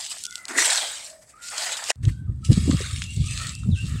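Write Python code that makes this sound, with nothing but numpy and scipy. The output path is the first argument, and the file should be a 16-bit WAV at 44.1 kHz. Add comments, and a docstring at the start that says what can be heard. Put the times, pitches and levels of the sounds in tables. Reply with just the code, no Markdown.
"""Crushing dry sand by hand

Close up, hands crush lumps of dry sand: countless ticking grains merge into a hiss while crumbs snap
and rain onto rubble. A first handful is scooped and poured in still air. After a brief gap a second
is crumbled while wind puffs on the microphone. Birds call in the distance."""
import sys
import numpy as np
from scipy import signal
from scipy.fft import rfft, irfft, next_fast_len
from scipy.io import wavfile
from scipy.ndimage import uniform_filter1d, map_coordinates

SR = 44100
rng = np.random.default_rng(int(sys.argv[2]) if len(sys.argv) > 2 else 0)


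def unload_audio(sound):
    """Save the sound as a 16-bit wav file, at the path given as the first command line argument."""
    columns = np.transpose(np.atleast_2d(sound))
    # keep every value between -1 and 1, then stretch to whole-number steps
    steps = np.round(np.clip(columns, -1, 1) * 32767)
    wavfile.write(sys.argv[1], SR, steps.astype(np.int16))


N = 176400
GAP_START_S, GAP_END_S = 1.918, 1.958  # between the two handfuls


def amp(db):
    """Decibels to gain."""
    return 10 ** (np.asarray(db) / 20)


def unit(x):
    """Scale to rms 1."""
    return x / np.sqrt(np.mean(x ** 2) + 1e-20)


def curves(rows):
    """Breakpoints to envelopes, one for each column after the time."""
    times, *columns = np.transpose(rows)
    return [np.interp(np.arange(N) / SR, times, column) for column in columns]


def wobble(rate):
    """A smooth random curve, rate knots a second."""
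    return map_coordinates(rng.standard_normal(int(N * rate / SR) + 4), [np.arange(N) * rate / SR])


def filtered(x, response):
    """EQ x with a gain given as a function of frequency."""
    size = next_fast_len(N + SR // 2)
    return irfft(rfft(x, size) * response(np.fft.rfftfreq(size, 1 / SR)), size)[:N]


def coloured(x, eq):
    """x through a breakpoint EQ, at rms 1."""
    freqs, db = np.transpose(eq)
    return unit(filtered(x, lambda hz: amp(np.interp(np.log(hz + 1), np.log(freqs), db))))


def bell_band(hz, centre_hz, octaves):
    """Gain of a bell-shaped band on a log-frequency axis."""
    return np.exp(-.5 * (np.log2((hz + 1) / centre_hz) / octaves) ** 2)


def band_noise(hz, width_hz):
    """Noise of rms about 1 in a narrow band around a pitch given per sample."""
    phase = 2 * np.pi * np.cumsum(hz) / SR
    position = np.arange(len(hz)) * width_hz / SR
    a, b = (map_coordinates(knots, [position]) for knots in rng.standard_normal((2, 4096)))
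    return a * np.sin(phase) + b * np.cos(phase)


def add(track, start_s, sound):
    """Mix a sound into the track."""
    i = max(0, round(start_s * SR))
    part = sound[:max(0, N - i)]
    track[i:i + len(part)] += part


# Tone of the outdoor bed (frequency [Hz], gain [dB])
AIR_EQ = [(20, -20), (50, 14), (250, 7.5), (600, -4), (1500, -5), (4000, -43.5), (15000, -39)]
def air():
    """Quiet outdoor air: a steady, dark bed of noise."""
    return amp(-65) * coloured(rng.standard_normal(N), AIR_EQ)


def whistle(hz, gain, blur, width_hz, roughness=.006):
    """A slightly rough note with soft ends; blur is the share smeared into a band of noise."""
    hz = hz * (1 + roughness * wobble(250)[:len(hz)])
    pure = np.sqrt(2 * (1 - blur)) * np.sin(2 * np.pi * np.cumsum(hz) / SR)
    breathy = np.sqrt(blur) * band_noise(hz, width_hz)
    return gain * signal.windows.tukey(len(hz), .3) * (pure + breathy)


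# Distant whistles (time [s], length [s], start pitch [Hz], end pitch [Hz], level [dB])
FAR_NOTES = [(0.235, .14, 1442, 1425, -46), (.27, 0.056, 3440, 3510, -50), (0.293, .18, 2082, 1992, -50.5),
             (0.369, 0.075, 1400, 1300, -53), (1.049, 0.16, 639, 644, -55.5),
             (1.333, 0.085, 1247, 1380, -54.5), (1.375, 0.15, 1387, 1457, -49),
             (2.101, 0.12, 1500, 1535, -59.5), (2.265, 0.05, 1270, 1235, -66.5),
             (2.425, 0.06, 1280, 1350, -57), (3.231, 0.13, 1236, 1273, -55),
             (3.748, 0.057, 1487, 1596, -54)]
def far_birds():
    """Far birds whistle short, blurred glides."""
    out = np.zeros(N)
    for start, length, first_hz, last_hz, db in FAR_NOTES:
        glide = np.linspace(first_hz, last_hz, int(length * SR))
        add(out, start, whistle(glide, amp(db), blur=.55, width_hz=150))
    return out


# One repeated call (time [s], pitch midway through the held note [Hz], level [dB])
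NEAR_CALLS = [(3.0, 2770, -42.5), (3.228, 2666, -39), (3.469, 2694, -45), (3.703, 2730, -38.5),
              (3.93, 2710, -41.5)]
def near_bird(call_s=.125, swoop_s=.06, swoop_hz=1400, rise_hz_per_s=2600):
    """A nearer bird swoops down onto a held, gently rising note."""
    out, t = np.zeros(N), np.arange(int(call_s * SR)) / SR
    swoop = np.clip(1 - t / swoop_s, 0, 1)
    fall = swoop_hz * np.sin(np.pi / 2 * swoop)
    rise = rise_hz_per_s * (t - (swoop_s + call_s) / 2)
    rasp = np.tanh(6 * swoop)  # the swoop is softer and raspier than the held note
    for start, hz, db in NEAR_CALLS:
        call = whistle(hz + fall + rise, amp(db - 10 * rasp), blur=.08 + .5 * rasp, width_hz=400)
        add(out, start, call)
    return out


def outdoor_echo(x, t60_s=.41, wet_db=-2.5):
    """Outdoor reflections add a short, diffuse tail."""
    t = np.arange(SR // 2) / SR
    tail = rng.standard_normal(len(t)) * amp(-60 * t / t60_s)
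    return x + amp(wet_db) * signal.fftconvolve(x, tail / np.linalg.norm(tail))[:N]


# Gust envelope (time [s], level [dB])
GUSTS = [(1.96, -45.5), (2.02, -30.5), (2.1, -23.5), (2.16, -36.5), (2.3, -28.5), (2.45, -36),
         (2.53, -14.5), (2.56, -30), (2.6, -22), (2.74, -22), (2.8, -30), (2.91, -34.5), (2.99, -31),
         (3.05, -35), (3.15, -34.5), (3.2, -17), (3.27, -30), (3.47, -34), (3.56, -38.5), (3.65, -27),
         (3.72, -19), (3.79, -35.5), (3.84, -23), (3.88, -30.5), (3.94, -23), (4, -31.5)]
# Tone of the rumble (frequency [Hz], gain [dB])
RUMBLE_EQ = [(20, -35), (35, -15), (55, 1), (80, 7.5), (120, 2.5), (170, -6), (250, -16), (350, -31.5),
             (500, -49), (2000, -75)]
def wind_rumble():
    """Wind on the microphone: a low flutter, levelled so that the gusts shape its swells."""
    level_db, = curves(GUSTS)
    rumble = coloured(rng.standard_normal(N), RUMBLE_EQ)
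    running_rms = np.sqrt(np.abs(uniform_filter1d(rumble ** 2, size=1500)) + 1e-6)
    return amp(level_db) * rumble / uniform_filter1d(running_rms, size=700)


# Thumps of single eddies (time [s], level [dB], pitch [Hz])
EDDIES = [(2.049, -16, 109), (2.298, -15.5, 90), (2.078, -4.5, 112), (2.504, 0.5, 122), (2.52, -7, 213),
          (2.579, -6.5, 174), (2.661, -14.5, 132), (2.681, -15.5, 280), (2.696, -7.5, 276),
          (2.699, -11, 147), (2.733, -12.5, 251), (2.748, -9, 151), (2.941, -18.5, 85), (3.178, -17, 124),
          (3.216, -17, 96), (3.313, -20, 98), (3.666, -22, 185), (3.692, -10.5, 158), (3.738, -10.5, 84.6),
          (3.847, -16, 120), (3.957, -16.5, 115)]
# Tone of their turbulence (frequency [Hz], gain [dB])
TURBULENCE_EQ = [(80, -14), (200, 2), (350, -1), (550, -17), (900, -29), (2000, -51)]
def wind_puffs(decay_cycles=.64, tip_cycles=.21, turbulence_s=.01):
    """Eddies push and pull the diaphragm; small, quick ones break up into more turbulence."""
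    thumps, stir = np.zeros((2, N))
    t = np.arange(-SR // 20, SR // 20) / SR
    window = np.hanning(len(t))
    burst = np.exp(-np.abs(t) / turbulence_s) * window
    for centre, db, hz in EDDIES:
        envelope = np.exp(-(np.hypot(t * hz, tip_cycles) - tip_cycles) / decay_cycles) * window
        add(thumps, centre + t[0], -amp(db) * envelope * np.sin(2 * np.pi * hz * t))
        stir_db = db - 20 + 8 * np.log2(hz / 200)  # 8 dB more for each octave up
        add(stir, centre + t[0], amp(stir_db) * burst)
    return thumps + stir * coloured(rng.standard_normal(N), TURBULENCE_EQ)


# Hollow scrape of the dig (time [s], resonance [Hz], level [dB])
SCRAPE_SWEEP = [(.47, 330, -86), (.495, 330, -41.5), (.55, 330, -41), (.59, 340, -33.5), (.64, 400, -49),
                (.73, 760, -37), (.8, 720, -58), (.87, 550, -45), (1, 550, -69.5)]
def scrape():
    """The cupped hands dig in; their hollow rises in pitch as it fills, then sinks a little."""
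    hz, level_db = curves(SCRAPE_SWEEP)
    return amp(level_db) * band_noise(hz, width_hz=210)


# Clod landings (time [s], peak [dB], pitch [Hz])
CLOD_HITS = [(2.709, -31, 1166), (2.803, -27, 427), (2.839, -34, 1510), (3.634, -40, 1270)]
def clods(attack_s=.00063, decay_s=.011):
    """Soft clods land in the palm with dull, quickly damped knocks."""
    out, t = np.zeros(N), np.arange(SR // 10) / SR
    envelope = np.exp(-t / decay_s) * (1 - np.exp(-t / attack_s))
    for start, db, hz in CLOD_HITS:
        knock = band_noise(np.full(len(t), hz), width_hz=254) * envelope
        add(out, start, amp(db) * knock / np.abs(knock).max())
    return out


# Crumb ticks (time [s], peak [dB], pitch [Hz])
CRUMB_HITS = [(.0095, -22, 4900), (0.184, -25, 6000), (.238, -17, 8250), (.241, -22.5, 5500),
              (0.251, -22, 6060), (0.254, -15.5, 6530), (0.2658, -18.5, 6400), (0.3092, -23, 6800),
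              (0.326, -25, 6000), (.356, -13.5, 6100), (0.38, -28, 5100), (0.454, -20, 5460),
              (0.483, -22.5, 5200), (.605, -12, 6900), (.587, -15, 1300), (.694, -13.5, 1950),
              (0.7585, -8, 5750), (1.8408, -15.5, 7400), (1.903, -21, 4500), (1.904, -12.5, 770),
              (2.053, -20.5, 3850), (2.094, -44, 2960), (2.7115, -14, 4100), (2.715, -22.5, 2080),
              (2.77, -20.5, 4020), (2.812, -19.5, 4470), (3.02, -15, 2620), (3.024, -21.5, 3850),
              (3.275, -25, 8000), (3.376, -18.5, 3620), (3.4, -28, 1900), (3.469, -20, 8500),
              (3.493, -22, 4400), (3.552, -22, 8500)]
def crumbs(decay_s=.00092, size=2048):
    """Crumbs snap or hit the rubble, each a dry tick around its own pitch."""
    out, t, hz = np.zeros(N), np.arange(size) / SR, np.fft.rfftfreq(size, 1 / SR)
    lead = size // 64  # room for the filter to ring ahead of the hit
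    rolloff = 1 / np.sqrt(1 + (hz / 9000) ** 12)  # soft crumbs carry little top end
    for start, db, pitch in CRUMB_HITS:
        burst = np.roll(rng.standard_normal(size) * np.exp(-t / decay_s), lead)
        tick = irfft(rfft(burst) * bell_band(hz, pitch, octaves=.76) * rolloff)
        add(out, start - lead / SR, amp(db) * tick / np.abs(tick).max())
    return out


def slips(per_s=55, decay_s=.0058, depth=.49):
    """Gain that jumps at each tiny collapse and dies away."""
    when, chance = rng.random((int(per_s * N / SR), 2)).T
    kicks = np.bincount((when * N).astype(int), -np.log(1 - chance), N)
    return 1 + depth * signal.lfilter([1], [1, -np.exp(-1 / (decay_s * SR))], kicks)


def patchy(x, quick_db=1.7, slow_db=2.5):
    """Quick and slow random patches of gain give the hiss a restless, streaky colour."""
    spectrum = signal.stft(x, nperseg=512)[2]

    def patches(bins, frames):
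        across_pitch = uniform_filter1d(rng.standard_normal(spectrum.shape), bins, axis=0)
        return unit(uniform_filter1d(across_pitch, frames, axis=1))

    gain_db = quick_db * patches(bins=8, frames=3) + slow_db * patches(bins=3, frames=14)
    return signal.istft(spectrum * amp(gain_db), nperseg=512)[1][:N]


def grains(hiss_share, per_s=2200, spread_db=2.4, decay_s=.00027):
    """Spurts of single ticking grains, over the hiss of countless smaller ones."""
    when, chance = rng.random((int(per_s * N / SR), 2)).T
    strength = amp(spread_db * np.minimum(-np.log(1 - chance), 5))
    age = np.arange(64)  # samples
    ticks = strength[:, None] * rng.standard_normal((len(when), len(age))) * np.exp(-age / SR / decay_s)
    positions = (when[:, None] * N).astype(int) + age
    rain = unit(np.bincount(positions.ravel(), ticks.ravel(), N)[:N])
    stream = np.sqrt(1 - hiss_share) * rain + np.sqrt(hiss_share) * rng.standard_normal(N)
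    return patchy(stream * slips())


# Tone of sifting dust (frequency [Hz], gain [dB])
DUST_EQ = [(4000, -35), (7000, -18), (8000, 5), (9000, -5.5), (11000, -8.5), (13000, -18), (15500, -24)]
def sand(flow, fine_eq, coarse_eq, hiss_share, dust_offset_db):
    """A stream of grains: a bright trickle, a duller crunch and a thin sift of dust."""
    fine_db, coarse_db = curves(flow)
    dust_db = dust_offset_db + .7 * fine_db  # dust sifts on, fading more slowly than the main flow
    layers = [(fine_db, fine_eq), (coarse_db, coarse_eq), (dust_db, DUST_EQ)]
    return sum(amp(db) * coloured(grains(hiss_share), eq) for db, eq in layers)


# Sand flow of the first handful (time [s], fine level [dB], coarse level [dB])
SCOOP_FLOW = [(0, -34.5, -40.5), (.09, -40, -58), (.118, -28, -48), (.14, -40, -49.5), (.22, -40.5, -64.5),
              (.29, -52, -80), (.38, -44, -56.5), (.44, -56.5, -58), (.478, -52.5, -52.5),
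              (.487, -32.5, -38), (.53, -43, -38), (.568, -31.5, -30), (.583, -18, -24.5),
              (.66, -21, -31.5), (.68, -22, -27.5), (.78, -26.5, -35), (.92, -34, -43.5), (1.0, -39.5, -45),
              (1.08, -42, -51.5), (1.2, -62, -69), (1.23, -51.5, -54), (1.26, -64, -64),
              (1.305, -51, -60.5), (1.345, -66.5, -63), (1.41, -58, -55), (1.43, -37.5, -52.5),
              (1.5, -38.5, -54), (1.53, -36, -37), (1.63, -28, -34), (1.73, -33.5, -37.5),
              (1.82, -39, -40.5), (1.884, -31.5, -41.5), (1.889, -31, -29.5), (1.905, -20.5, -30),
              (1.92, -35.5, -36)]
# Tone of its trickle and of its crunch (frequency [Hz], gain [dB])
SCOOP_FINE_EQ = [(1000, -31.5), (2300, -6), (3300, -2), (4800, 0.5), (6000, -2), (7800, 2.5), (9000, -4.5),
                 (11000, -20), (13000, -27), (15500, -32)]
SCOOP_COARSE_EQ = [(100, -34.5), (420, -14), (660, 1), (1150, -1.5), (1900, 4), (2500, -3.5), (4000, -37.5)]
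# Ride on the presence band of the hiss (time [s], gain [dB])
POUR_PRESENCE = [(0, 5), (.17, 0), (.3, -1.5), (.6, -3.5), (.78, 5), (1.0, 4), (1.2, -8), (1.45, -3),
                 (1.6, 2)]
def scooped_handful():
    """Sand is scooped and poured; the middle of the hiss swells as it pours."""
    stream = sand(SCOOP_FLOW, SCOOP_FINE_EQ, SCOOP_COARSE_EQ, hiss_share=.67, dust_offset_db=-20)
    presence_db, = curves(POUR_PRESENCE)
    presence = filtered(stream, lambda hz: bell_band(hz, centre_hz=3540, octaves=.24))
    return stream + (amp(presence_db) - 1) * presence


# Sand flow of the second handful (time [s], fine level [dB], coarse level [dB])
CRUMBLE_FLOW = [(1.96, -75.5, -77), (2.022, -73, -83), (2.034, -48, -47.5), (2.07, -52, -58),
                (2.095, -46.5, -46.5), (2.15, -58.5, -92), (2.25, -73.5, -77.5), (2.41, -71, -79.5),
                (2.435, -62, -70), (2.45, -32.5, -60), (2.5, -50.5, -59.5), (2.52, -30, -45.5),
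                (2.56, -38.5, -49.5), (2.7, -38.5, -50.5), (2.8, -35.5, -42), (2.9, -38, -45),
                (3.02, -38, -52.5), (3.09, -48, -58.5), (3.14, -40.5, -71), (3.2, -44, -78),
                (3.29, -38, -52), (3.41, -36, -40.5), (3.49, -36, -43.5), (3.58, -50, -70.5),
                (3.66, -55, -66.5), (3.738, -57, -81), (3.775, -45.5, -69.5), (3.9, -44, -47),
                (4, -47.5, -52.5)]
# Tone of its trickle and of its crunch (frequency [Hz], gain [dB])
CRUMBLE_FINE_EQ = [(1000, -34), (2300, -0.5), (3600, 4.5), (4800, 2), (6000, -1), (7800, 5.5), (9000, -0.5),
                   (11000, -15), (13000, -42), (15500, -39)]
CRUMBLE_COARSE_EQ = [(200, -23), (600, -11), (880, -23), (1080, -3), (1300, 4), (1550, -5.5), (1850, 3.5),
                     (2250, -4), (2600, -2.5), (4000, -25.5)]
def crumbled_handful(comb_delay_s=.00174927, drift=.077, comb_gain=.22):
    """Sand is crumbled; a slowly drifting comb filter makes the hiss slightly hollow."""
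    stream = sand(CRUMBLE_FLOW, CRUMBLE_FINE_EQ, CRUMBLE_COARSE_EQ, hiss_share=.46, dust_offset_db=-25.5)
    delay_s = comb_delay_s * (1 + drift * wobble(2))
    delayed = map_coordinates(stream, [np.arange(N) - delay_s * SR])
    return (stream + comb_gain * delayed) / np.hypot(1, comb_gain)


def scene():
    """Two handfuls, one after the other, over birds and quiet outdoor air."""
    first = scooped_handful() + scrape()
    second = crumbled_handful() + wind_rumble() + wind_puffs()
    handfuls = np.where(np.arange(N) / SR > GAP_END_S, second, first)
    return (handfuls + crumbs() + clods() + outdoor_echo(far_birds() + near_bird()) + air())[None]


def record(dry, ceiling=.92, knee=6, gap_db=-35, top_hz=15800):
    """A soft ceiling on the biggest gust, a brief dip between the handfuls, then a high cut."""
    t = np.arange(N) / SR
    limited = dry[0] / (1 + np.abs(dry[0] / ceiling) ** knee) ** (1 / knee)
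    gate = uniform_filter1d(1. * ((t < GAP_START_S) | (t > GAP_END_S)), size=40)
    return filtered(limited * np.maximum(gate, amp(gap_db)), lambda hz: hz < top_hz)[None]


dry = scene()
out = record(dry)
unload_audio(out)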